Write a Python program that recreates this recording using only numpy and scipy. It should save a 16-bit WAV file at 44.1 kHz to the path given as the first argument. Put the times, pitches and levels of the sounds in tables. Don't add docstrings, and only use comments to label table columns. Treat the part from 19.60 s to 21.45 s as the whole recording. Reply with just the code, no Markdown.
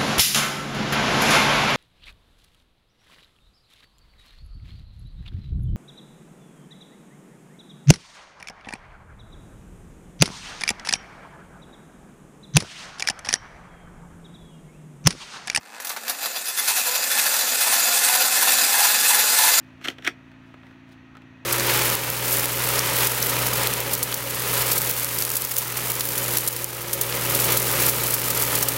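import sys
import numpy as np
from scipy import signal
from scipy.fft import rfft, irfft, next_fast_len
from scipy.io import wavfile
from scipy.ndimage import uniform_filter1d

SR = 44100
rng = np.random.default_rng(int(sys.argv[2]) if len(sys.argv) > 2 else 0)


def file_out(sig):
    cols = np.atleast_2d(sig).T
    lim = np.clip(cols, -1, 1)
    pcm = np.round(lim * 32767).astype(np.int16)
    wavfile.write(sys.argv[1], SR, pcm)


N = 81585
T = np.arange(N) / SR
RING_T = np.arange(SR // 4) / SR

# t/s, level/dB, thump/dB, bite/dB, treble/dB
KNOCKS = [(0.2138, -19, 10, -6, -10), (0.2418, -15.5, -3, 6, 1), (0.2440, -16, -7, 12.5, 6),
          (.2470, -6, 2, -18, -1), (0.2547, -6.5, 7, -3, -8), (0.2577, -7.5, 5.5, -4, -5),
          (0.274, -8.5, 0.5, 1, -3), (0.2750, -7, 9, -8, 1), (0.2838, -4, 2, 8, 5), (0.2854, -6, 7, 0, 1.5),
          (0.2948, -19, 11, -12, 7), (0.301, -14.5, -1, 1, 5.5), (0.3023, -15.5, 8.5, -3, -12),
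          (0.3841, -19, 17.5, 5.5, -2.5), (0.4229, -21.5, 12, 5, -1), (.4468, -8, -10, -6, -1),
          (0.449, -16.5, 13.5, 13, 12.5), (0.455, -20.5, 19.5, 9, 3), (0.4572, -15.5, 10, -5, -7),
          (0.4645, -3, -11, 2, -4), (0.4677, 0, -9, -0.5, -7), (0.4746, 6, 0, -2, 0.5)]
# t/s, level/dB
SLIDE_LEVELS = [(.205, -67), (.216, -54), (.232, -53.5), (.244, -31.5), (.268, -40.5), (.298, -43.5),
                (.315, -49.5), (.335, -62), (.365, -66), (.385, -67), (.405, -61), (.420, -66),
                (.443, -44.5), (.450, -42), (.478, -31), (.500, -53.5), (.520, -73)]
COLOUR_HZ = [700, 1200, 2200, 3000, 3800, 5500]
MODE_HZ = [1322, 1530, 1679, 1823, 1920, 2016, 2118, 2280, 2390, 2555, 2890, 3030, 3172, 3360, 3650, 4250,
           5600]
# t60/s before the pump damps it, pull level/dB, push level/dB
MODE_RINGS = [(0.033, -10.5, -11), (0.024, -24, -10.5), (0.056, -14, -7.5), (0.041, -19, -10.5),
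              (0.061, -13.5, -7), (0.04, -11, -10.5), (0.05, -21, -13), (0.02, -27, -9), (0.045, -30, -16),
              (0.04, -24, -13), (0.054, -22, -29), (0.012, -13, -30), (0.034, -14, -14), (0.026, -30, -12),
              (.022, -30, -18.5), (0.019, -16.5, -33), (0.017, -18, -14.5)]
# band centre f/Hz, level/dB, t60/s, rise/s
CLATTER_BANDS = [(299.3, -14, 0.033, 0.0015), (495, -22.5, 0.15, 0.0014), (727, -20.5, 0.049, 0.0017),
                 (1095, -23, 0.11, 0.0011), (1300, -7, 0.032, 0.00081), (2034, -3, 0.017, 0.00012),
                 (3150, -7, 0.024, 0.00029), (4300, -17.5, .016, 0.00054), (5040, -24, 0.021, 0.00071),
                 (6010, -15, 0.017, 0.00046), (8880, -21.5, 0.023, 0.00042), (10850, -29.5, .017, .0005),
                 (11470, -22.5, 0.012, .0005), (14800, -24, .017, .0005)]
# t/s, thud level/dB, snap f/Hz, snap level/dB
END_STOPS = [(0.2845, -6, 3076, 3.05), (0.4758, -2.5, 2320, 2.8)]
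# f/Hz, t60/s, level/dB
CAVITY_MODES = [(248, 0.1, -15), (293, 0.027, -1.5), (339, 0.06, -9.5), (724, 0.03, -8.5)]
# t/s, level/dB, thump/dB, bite/dB, treble/dB, touched panel f/Hz
FINGER_TICKS = [(0.716, -30, -8, 2, 0, 1900), (0.9408, -21, 3.5, -4, -8, 1270),
                (1.0133, -28.5, -9, -5, -14, 1860), (1.032, -27, -3, 3.5, -15, 1330),
                (1.067, -28, 3, 0.5, -1, 2000), (1.1106, -27.5, 2, -6, -5, 1480),
                (1.552, -22, -1, -2, -7, 1325), (1.5688, -22, -0.5, -1, 1.5, 1300),
                (1.6190, -29.5, 2, 2, 0, 2630)]
# band centre f/Hz, level/dB, t60/s, rise/s
TICK_BANDS = [(386, -7.5, 0.051, 0.0016), (674, -7.5, 0.06, 0.00077), (1260, -6.5, 0.047, 0.00076),
              (2000, -3.5, 0.043, 0.00049), (3400, -9, 0.033, 0.00042), (5500, -15, 0.016, 0.00023),
              (13000, -21, .015, .0003)]
# t/s, level/dB
RUB_LEVELS = [(0, -65.5), (.05, -69), (.12, -73), (.62, -76), (.70, -74), (.78, -80), (.87, -69),
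              (.98, -75.5), (1.07, -68), (1.16, -75), (1.25, -85), (1.295, -63), (1.308, -70),
              (1.323, -57.5), (1.35, -74), (1.45, -93)]
# f/Hz, relative level/dB
RUB_SPECTRUM = [(500, -8), (1700, 9), (3000, 10.5), (3900, 8), (4800, 5), (7000, -1.5), (15000, -8.5)]
# band centre f/Hz, level/dB, t60/s, rise/s
DECK_BANDS = [(494, -26.5, 0.21, 0.011), (1910, -30.5, 0.18, 0.00094), (4560, -18.5, .12, 0.0016),
              (11400, -19.5, 0.12, 0.0032)]
# multiple of the cycle rate, level/dB
ENGINE_ORDERS = [(3, -64), (4, -59), (5, -58), (6, -66.5), (7, -62.5), (8, -65), (9, -52.5), (10, -62),
                 (11, -64.5), (12, -67)]
# f/Hz, level/dB
WHINE_TONES = [(580, -76), (662, -70), (1262, -71.5), (1890, -69), (2525, -71)]
# f/Hz, relative level/dB
AIR_SPECTRUM = [(25, -9), (60, 7), (130, 3), (180, 0.5), (270, 2), (330, 4.5), (420, -6), (660, -6),
                (950, -2.5), (1250, -4.5), (1900, -1.5), (2150, -6), (2550, -4), (2950, -9.5),
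                (3600, -13.5), (4500, -20), (5000, -28.5), (5950, -22), (8000, -36), (15800, -42.5)]

TURN_S = .36
RING_SHARE = (0.61, 0.92)
THUD_RISE_S, SNAP_RISE_S = 0.0039, 0.00058


def pump():
    out = np.zeros(N)
    slips = coloured(grains(per_s=1600, spread_db=4.5), thump_db=3, bite_db=4, treble_db=3)
    scrape = slips * amp(np.interp(T, *np.transpose(SLIDE_LEVELS), left=-np.inf, right=-np.inf))
    for stroke in range(2):
        out += signal.fftconvolve(scrape * ((T > TURN_S) == stroke), shell(stroke))[:N]
    for s, db, *colour in KNOCKS:
        add(out, s, amp(db) * coloured(shell(int(s > TURN_S)), *colour))
    return out


def shell(stroke):
    modes = 0
    for k, (hz, (t60, *stroke_db)) in enumerate(zip(MODE_HZ, MODE_RINGS)):
        tone = np.sin(2 * np.pi * hz * RING_T) * decay(t60 * RING_SHARE[stroke])
        modes += (-1) ** k * amp(stroke_db[stroke]) * unit_energy(tone)
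    clatter = ring(CLATTER_BANDS)
    power = abs(rfft(modes)) ** 2 + abs(rfft(clatter)) ** 2
    return amp(-1) * levelled(modes + clatter, power)


def end_stops():
    body = sum(amp(db) * mode(hz, t60, THUD_RISE_S) for hz, t60, db in CAVITY_MODES)
    out = np.zeros(N)
    for s, thud_db, snap_hz, snap_db in END_STOPS:
        snap = mode(snap_hz, t60=0.0098, rise=SNAP_RISE_S)
        add(out, s, amp(thud_db) * body + amp(snap_db) * snap)
    return out


def hands():
    rub = unit_rms(shaped(grains(per_s=2500, spread_db=3), RUB_SPECTRUM))
    out = rub * amp(np.interp(T, *np.transpose(RUB_LEVELS)))
    for s, db, *colour, panel_hz in FINGER_TICKS:
        panel = amp(-2.5) * mode(panel_hz, t60=.026, rise=SNAP_RISE_S)
        add(out, s, amp(db) * (coloured(ring(TICK_BANDS), *colour) + panel))
    return out


def scuff(at_s=1.323, fade_s=.008, hz=3800, width_hz=370, db=-63):
    hiss = signal.lfilter(*signal.iirpeak(hz, hz / width_hz, fs=SR), rng.standard_normal(N))
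    return amp(db) * unit_rms(hiss) * np.exp(-((T - at_s) / fade_s) ** 2)


def deck_reflections(near):
    return signal.fftconvolve(near, ring(DECK_BANDS))[:N]


def engine(cycle_hz=28.68, waver=0.0032):
    drift = sum(np.sin(2 * np.pi * (hz * T + rng.random())) / np.sqrt(hz)
                for hz in np.geomspace(.4, 6, 20))
    turns = np.cumsum(cycle_hz * (1 + waver * unit_rms(drift))) / SR
    return sum(amp(db) * np.sqrt(2) * np.cos(2 * np.pi * order * turns + np.pi / 2 * (order % 2))
               for order, db in ENGINE_ORDERS)


def whines(half_width_hz=10.8):
    hz = np.fft.rfftfreq(N, 1 / SR)
    noise = rfft(rng.standard_normal(N))
    return sum(amp(db) * unit_rms(irfft(noise / (1 + ((hz - centre) / half_width_hz) ** 2), N))
               for centre, db in WHINE_TONES)


def air(db=-54.5):
    return amp(db) * unit_rms(shaped(rng.standard_normal(N), AIR_SPECTRUM))


def grains(per_s, spread_db):
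    size = amp(spread_db * np.minimum(rng.exponential(1, N), 3))
    return unit_rms(size * rng.choice([-1, 1], N) * (rng.random(N) < per_s / SR))


def mode(hz, t60, rise):
    return unit_energy(np.sin(2 * np.pi * hz * RING_T) * (1 - np.exp(-RING_T / rise)) * decay(t60))


def ring(bands):
    hz = np.fft.rfftfreq(len(RING_T), 1 / SR)
    log_hz, log_centres = np.log(hz + 1), np.log([band[0] for band in bands])
    noise = np.exp(2j * np.pi * rng.random(len(hz)))
    out, density_db = 0, []
    for pick, (_, db, t60, rise) in zip(np.eye(len(bands)), bands):
        inside = np.interp(log_hz, log_centres, pick) > .5
        band = irfft(noise * inside, len(RING_T)) * (1 - np.exp(-RING_T / rise)) * decay(t60)
        out += amp(db) * unit_energy(band)
        density_db.append(db - 10 * np.log10(inside.mean()))
    return levelled(out, amp(np.interp(log_hz, log_centres, density_db)) ** 2)


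def levelled(x, power):
    spectrum = rfft(x)
    want, have = (uniform_filter1d(uniform_filter1d(p, 21), 21) for p in (power, abs(spectrum) ** 2))
    gain = np.sqrt(abs(want) / (abs(have) + 1e-12))
    return irfft(spectrum * gain, len(x)) * (RING_T < .2)


def coloured(x, thump_db, bite_db, treble_db):
    return shaped(x, list(zip(COLOUR_HZ, [thump_db, 0, 0, bite_db, bite_db, treble_db])))


def shaped(x, points):
    size = next_fast_len(len(x) + 2048)
    hz, db = np.transpose(points)
    log_hz = np.log(abs(np.fft.fftfreq(size, 1 / SR)) + 1)
    log_gain = np.log(amp(np.interp(log_hz, np.log(hz), db)))
    minimum_phase = np.exp(np.conj(signal.hilbert(log_gain)))
    return np.fft.ifft(np.fft.fft(x, size) * minimum_phase).real[:len(x)]


def decay(t60):
    return np.exp(-np.log(1000) * RING_T / t60)


def amp(db):
    return 10 ** (np.asarray(db) / 20)


def unit_rms(x):
    return x / np.sqrt(np.mean(x ** 2) + 1e-20)


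def unit_energy(x):
    return x / (np.linalg.norm(x) + 1e-20)


def add(mix, s, sound):
    part = mix[max(round(s * SR), 0):][:len(sound)]
    part += sound[:len(part)]


def scene(bass_cut_hz=234):
    bass_cut = signal.butter(4, bass_cut_hz, "high", fs=SR, output="sos")
    near = signal.sosfilt(bass_cut, pump() + end_stops() + hands() + scuff())
    return (near + deck_reflections(near) + engine() + whines() + air())[None]


def record(dry, edge_hz=15900):
    lowpass = signal.firwin(511, edge_hz, window=("kaiser", 9), fs=SR)
    return signal.oaconvolve(dry, lowpass[None], "same")


dry = scene()
out = record(dry)
file_out(out)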